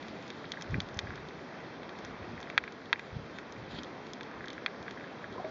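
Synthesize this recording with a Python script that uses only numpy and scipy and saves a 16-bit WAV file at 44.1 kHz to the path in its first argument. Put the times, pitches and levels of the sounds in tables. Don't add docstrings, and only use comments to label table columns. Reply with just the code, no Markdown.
import sys
import numpy as np
from scipy import signal
from scipy.fft import rfft, irfft
from scipy.io import wavfile
from scipy.ndimage import uniform_filter1d

SR = 44100
rng = np.random.default_rng(int(sys.argv[2]) if len(sys.argv) > 2 else 0)


def convert_level_to_amplitude(level_db):
    exponent = np.asarray(level_db, float) / 20
    return 10 ** exponent


def to_wav(sig):
    pcm = np.clip(np.atleast_2d(sig), -1, 1) * 32767
    pcm = np.round(pcm).astype(np.int16)
    wavfile.write(sys.argv[1], SR, pcm.T)


N = 242550

# f/Hz, relative spectral level/dB
HISS_COLOUR = [(15, -50.5), (25, -43.5), (107, -6), (156, 0.5), (223, 2), (396, 0.5), (566, -2),
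               (2000, -10.5), (2480, -16.5), (2920, -20.5), (3450, -20), (6120, -29), (7400, -52.5),
               (9620, -66), (16300, -120)]
# f/Hz, relative spectral level/dB
RUSTLE_COLOUR = [(150, -2), (700, -2), (2000, -4.5), (3300, 5), (4500, -0.5), (6300, -17), (7500, -0.5)]
# start t/s, level/dB, length t/s
SCRAPE_EVENTS = [(3.71, -55, 0.083)]
# start t/s, level/dB, length t/s
WATER_SURGES = [(.725, -33.5, 0.033), (1.03, -44.5, 0.11), (2.1, -51, .01), (2.22, -50, 0.0088),
                (2.33, -48, 0.015), (2.6, -56, .01), (3.16, -40, .015), (3.58, -48, 0.043),
                (3.72, -50.5, 0.077), (4.4, -57, .01), (5.28, -61, .01)]
# t/s, relative level of low, middle and high ring/dB (three columns), favoured low f/Hz
NEAR_SNAPS = [(0.0264, -39, -42, -54, 1510), (0.0827, -43, -42, -52, 2000), (0.2251, -55, -47, -56, 1510),
              (0.2789, -52, -45, -49, 1580), (0.3027, -36, -34.5, -46, 2320), (0.442, -37, -56, -75, 1840),
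              (0.4533, -48, -40.5, -67, 1680), (0.5188, -33.5, -25.5, -37, 2130),
              (0.5361, -34.5, -57, -71, 1740), (0.571, -31, -62, -72, 1660), (0.6111, -33, -43, -45, 1590),
              (0.6219, -39, -36.5, -36.5, 2090), (0.6422, -36, -61, -68, 1570),
              (0.7084, -53, -63, -51.5, 1780), (0.742, -24.5, -45, -68, 1900),
              (0.8029, -30, -24, -39.5, 2020), (0.8175, -54, -52, -49.5, 1660),
              (0.8874, -45, -43.5, -53.5, 1660), (0.9433, -48, -51, -47, 1520),
              (0.9718, -41, -50, -46, 1620), (0.9901, -25.5, -22, -32.5, 1960),
              (1.0699, -34.5, -63, -72, 1820), (1.1046, -31.5, -56, -70, 1710),
              (1.1364, -34.5, -61, -63, 1630), (1.1564, -54, -43.5, -50, 1750),
              (1.1761, -37, -62, -71, 1720), (1.2865, -57, -42, -53, 1680), (1.8315, -41, -45, -61, 1720),
              (1.8924, -40, -40, -56, 2010), (1.988, -44, -44, -49, 2250), (2.0484, -37, -41.5, -42, 1610),
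              (2.3772, -36.5, -60, -71, 1840), (2.4029, -38, -46, -51, 1680), (2.4124, -52, -61, -49, 1690),
              (2.4284, -41, -37.5, -51.5, 2270), (2.4713, -37, -62, -72, 1800),
              (2.5002, -30, -40, -50.5, 2420), (2.5778, -7, -16, -34.5, 1760),
              (2.6384, -28.5, -44, -51.5, 1990), (2.6775, -29, -44, -71, 1880),
              (2.7223, -52, -42.5, -49, 2190), (2.8574, -62, -42.5, -56, 1740),
              (2.9286, -8.5, -16.5, -38, 1750), (2.9577, -34, -60.5, -67, 2090),
              (2.9942, -29, -38.5, -49, 1990), (3.3858, -32, -38, -48, 2000),
              (3.5232, -53.5, -45, -44.5, 2000), (3.7872, -39, -34.5, -56, 1780),
              (3.8331, -53, -37, -42, 1600), (3.8454, -50, -40, -66, 1600), (4.0671, -46, -45, -55, 1700),
              (4.1338, -41, -37.5, -37.5, 1510), (4.209, -30.5, -38.5, -53, 1700),
              (4.2312, -58, -39, -50, 1510), (4.3127, -35.5, -55, -61, 1550), (4.4066, -34, -58, -71, 1750),
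              (4.4412, -32.5, -59, -71, 1690), (4.4575, -53, -44, -50, 2230), (4.4726, -33, -62, -66, 1660),
              (4.4823, -37, -34.5, -47, 1650), (4.5029, -41, -35.5, -47.5, 2190),
              (4.5308, -39, -45, -47, 1600), (4.5793, -30.5, -50.5, -68, 1680),
              (4.6615, -18.5, -23.5, -46, 2240), (4.6797, -34, -58, -71, 1800),
              (4.7457, -38, -59, -71, 1600), (4.8275, -53, -45, -51, 2060), (4.8799, -27, -45.5, -73, 1600),
              (4.9091, -38, -40, -48.5, 1830), (4.9737, -34, -62, -70, 1680), (5.0083, -35, -58, -71, 1770),
              (5.0404, -33, -56, -80, 1600), (5.2411, -31, -59, -68, 1660), (5.3253, -53, -45, -56.5, 1680),
              (5.4473, -36.5, -56, -65, 1770)]
# f/Hz, 60 dB decay time t/s, relative level/dB
WALL_MODES = [(930, 0.013, -18.5), (1660, 0.018, -6.5), (1960, 0.0067, 2.5), (2336, 0.0054, 5.5),
              (3390, 0.0063, 1), (3694, .008, -3.5), (4300, 0.0067, -5), (5280, 0.0044, -2.5),
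              (6120, 0.0037, -2), (7330, 0.0026, 0.5)]
GROUP_LIMITS_HZ = [800, 2900, 4800, 8000]
GROUP_GAIN_DB = [-2, 0, 5.5]
FAR_SNAP_DB = [-58, -71, -81]
# t/s, level/dB, ring period t/ms, sign of the push
CASE_BUMPS = [(0.697, -33, 10, 1), (0.7318, -22.5, 5.7, 1), (.746, -23, 7.6, -1), (0.7529, -23, 3.6, 1),
              (0.7814, -20.5, 5.3, -1), (0.964, -28, 11.4, 1), (1.032, -28.5, 12, 1),
              (3.126, -29.5, 12, -1), (3.164, -23.5, 6.2, 1), (3.743, -31, 5.2, 1), (3.785, -28, 3.5, 1)]
# t/s, level/dB, starting f/Hz, 60 dB decay time t/s
BUBBLE_RINGS = [(5.322, -38, 368, 0.07), (5.357, -42, 1040, 0.018), (5.36, -35, 473, 0.059),
                (5.38, -34.5, 1010, 0.065), (5.382, -34, 367, .04), (5.399, -30, 723, 0.057),
                (5.399, -36, 420, 0.046), (5.444, -30.5, 625, 0.14), (5.447, -34, 376, 0.077),
                (5.475, -43, 251, 0.059)]

HISS_DB, RUSTLE_DB, RUSTLE_DRIFT_DB = -47, -62.5, 1.22
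SCRAPE_RISE_S, SCRAPE_FALL_S = 0.011, 0.008
SCRAPE_GRAINS_PER_S, SCRAPE_SPREAD_DB = 500, 3
RUMBLE_HZ, RUMBLE_WIDTH_HZ = 86.5, 90
FLOW_DB, FLOW_SWAY_DB = -62, 2
SURGE_RISE_S, SURGE_FALL_S = 0.02, 0.04
FAR_SNAPS_PER_S, FAR_SPREAD_DB = 230, 5.5
ECHO_DB, ECHO_MS, ECHO_SPREAD_MS = -10.5, 2.8, 0.4
SCATTER_DB, SCATTER_T60_S = -24.5, 0.025
FAVOUR_DB_PER_OCTAVE = 14.5
SOFT_FROM_DB, SOFT_MS_PER_DB, SOFT_MOST_MS, SOFT_DB_PER_MS = 9.5, 0.13, 2.6, 2
DUCK_FROM_DB, DUCK_SHARE, DUCK_RELEASE_S = -14.5, 0.28, 0.54
LOW_CUT_HZ, TOP_HZ = 73, 6716
NOTCH_HZ, NOTCH_WIDTH_HZ = 2900, 140


def walk(rate):
    hold = int(SR / rate)
    steps = np.repeat(rng.standard_normal(N // hold + 1), hold)
    return 1.68 * uniform_filter1d(uniform_filter1d(steps, hold), hold)[:N]


def unit(x, lo_hz, hi_hz):
    power, hz = np.abs(rfft(x)) ** 2, np.fft.rfftfreq(N, 1 / SR)
    in_band = (hz > lo_hz) & (hz < hi_hz)
    return x * N / np.sqrt(2 * power[in_band].sum())


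def noise(spectrum, flicker_db, rate):
    hz = np.fft.rfftfreq(N, 1 / SR) + 1
    points = np.array(spectrum, float)
    colour_db = np.interp(np.log(hz), np.log(points[:, 0]), points[:, 1])
    coloured = rfft(rng.standard_normal(N)) * convert_level_to_amplitude(colour_db)
    half_octaves = 2 * np.log2(hz / 20)
    out = np.zeros(N)
    for k in range(19):
        band = irfft(coloured * np.clip(1 - abs(half_octaves - k), 0, 1), N)
        out += band * convert_level_to_amplitude(flicker_db * walk(rate))
    return out


def swells(rows, rise_s, fall_s):
    t = np.arange(N) / SR
    out = np.zeros(N)
    for s, db, length in rows:
        before = np.clip((s - t) / rise_s, 0, 50)
        after = np.clip((t - s - length) / fall_s, 0, 50)
        out += convert_level_to_amplitude(db) * np.exp(-before - after)
    return out


def ring(hz, t60, seconds, glide=0.):
    t = np.arange(int(seconds * SR)) / SR
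    return np.sin(2 * np.pi * hz * t * (1 + glide * t / t60)) * 1000 ** (-t / t60)


def add(out, s, sound):
    i = int(s * SR)
    out[i:i + len(sound)] += sound[:N - i]


def hiss():
    return convert_level_to_amplitude(HISS_DB) * unit(noise(HISS_COLOUR, 0.8, 9), 250, 1200)


def rustle():
    grains = convert_level_to_amplitude(SCRAPE_SPREAD_DB * walk(SCRAPE_GRAINS_PER_S))
    scrape = swells(SCRAPE_EVENTS, SCRAPE_RISE_S, SCRAPE_FALL_S) * grains
    background = convert_level_to_amplitude(RUSTLE_DB + RUSTLE_DRIFT_DB * walk(2))
    return (background + scrape) * unit(noise(RUSTLE_COLOUR, 2.5, 40), 2300, 7000)


def water_rumble():
    edges = [RUMBLE_HZ - RUMBLE_WIDTH_HZ / 2, RUMBLE_HZ + RUMBLE_WIDTH_HZ / 2]
    band = signal.butter(2, edges, "band", fs=SR, output="sos")
    push = convert_level_to_amplitude(FLOW_DB + FLOW_SWAY_DB * walk(12)) + swells(WATER_SURGES, SURGE_RISE_S, SURGE_FALL_S)
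    return push * unit(signal.sosfilt(band, rng.standard_normal(N)), 30, 200)


def far_snaps():
    count = int(FAR_SNAPS_PER_S * N / SR)
    chance = rng.random((count, 6))
    levels_db = FAR_SNAP_DB - FAR_SPREAD_DB * np.log(chance[:, 1:2] + 0.03) - 12 * chance[:, 2:5]
    return np.column_stack([chance[:, 0] * (N / SR - 0.1), levels_db, 1500 + 900 * chance[:, 5]])


def snap_paths(count, t):
    scatter = rng.standard_normal((count, len(t))) * 1000 ** (-t / SCATTER_T60_S)
    paths = convert_level_to_amplitude(SCATTER_DB) * scatter * (t > 0.001)
    paths[:, 0] = -1
    echo_ms = ECHO_MS + ECHO_SPREAD_MS * rng.uniform(-0.86, 1, count)
    paths[np.arange(count), (echo_ms * SR / 1000).astype(int)] = -convert_level_to_amplitude(ECHO_DB)
    return paths


def smear(paths, rows, t):
    dullness_db = rows[:, 1:2] - rows[:, 2:3] - SOFT_FROM_DB
    swell_ms = np.clip(SOFT_MS_PER_DB * dullness_db, 0.03, SOFT_MOST_MS)
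    swell = np.sin(np.pi * np.clip((t + 0.5 / SR) * 1000 / swell_ms, 0, 1)) ** 2
    cycles = np.cos(2 * np.pi * rows[:, 4:5] * t)
    response = np.sum(swell * cycles ** 2, axis=1, keepdims=True)
    burst = swell * cycles * convert_level_to_amplitude(SOFT_DB_PER_MS * swell_ms) / response
    return signal.fftconvolve(paths, burst[:, :128], axes=1)


def snaps():
    rows = np.vstack([NEAR_SNAPS, far_snaps()])
    t = np.arange(1024) / SR
    paths = snap_paths(len(rows), t)
    smeared = smear(paths, rows, t)
    out = np.zeros(N)
    for hz, t60, db in WALL_MODES:
        group = np.searchsorted(GROUP_LIMITS_HZ, hz) - 1
        gain_db = rows[:, 1 + group] + db + GROUP_GAIN_DB[group]
        if group == 0:
            gain_db = gain_db - FAVOUR_DB_PER_OCTAVE * abs(np.log2(max(hz, 1500) / rows[:, 4]))
        arrivals = (paths if group else smeared) * convert_level_to_amplitude(gain_db)[:, None]
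        spikes = np.zeros(N)
        for s, path in zip(rows[:, 0], arrivals):
            add(spikes, s, path)
        band = signal.butter(4, GROUP_LIMITS_HZ[group:group + 2], "band", fs=SR, output="sos")
        mode = signal.sosfilt(band, ring(hz, t60, 0.03))
        out += signal.fftconvolve(spikes, mode)[:N]
    return out


def bumps():
    contact = np.hanning(48) / 24
    out = np.zeros(N)
    for s, db, ms, sign in CASE_BUMPS:
        thud = np.convolve(ring(1000 / ms, 6 * ms / 1000, 0.13), contact)
        add(out, s, sign * convert_level_to_amplitude(db) * thud)
    return out


def bubbles():
    out = np.zeros(N)
    for s, db, hz, t60 in BUBBLE_RINGS:
        add(out, s, convert_level_to_amplitude(db) * ring(hz, t60, 0.15, glide=0.055))
    return out


def scene():
    return (hiss() + rustle() + water_rumble() + snaps() + bumps() + bubbles())[None]


def gain_control(x):
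    size = 441
    blocks = np.abs(x[0, :N // size * size]).reshape(-1, size)
    peak_db = 20 * np.log10(blocks.max(axis=1) + 1e-9)
    duck_db = np.zeros(len(peak_db) + 1)
    for k, db in enumerate(peak_db):
        recovering = duck_db[k] * np.exp(-size / SR / DUCK_RELEASE_S)
        duck_db[k + 1] = max(recovering, DUCK_SHARE * (db - DUCK_FROM_DB))
    centres = (np.arange(len(duck_db)) + 0.5) * size
    return x * convert_level_to_amplitude(-np.interp(np.arange(N), centres, duck_db))


def top_cut(x):
    return signal.sosfilt(signal.butter(12, 7560, fs=SR, output="sos"), x)


def record(dry):
    x = gain_control(dry)
    x = signal.sosfilt(signal.butter(2, LOW_CUT_HZ, "high", fs=SR, output="sos"), x)
    x = signal.lfilter(*signal.iirnotch(NOTCH_HZ, NOTCH_HZ / NOTCH_WIDTH_HZ, SR), x)
    x = signal.sosfilt(signal.ellip(6, 0.5, 52, TOP_HZ, fs=SR, output="sos"), x)
    return top_cut(x)


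dry = scene()
out = record(dry)
to_wav(out)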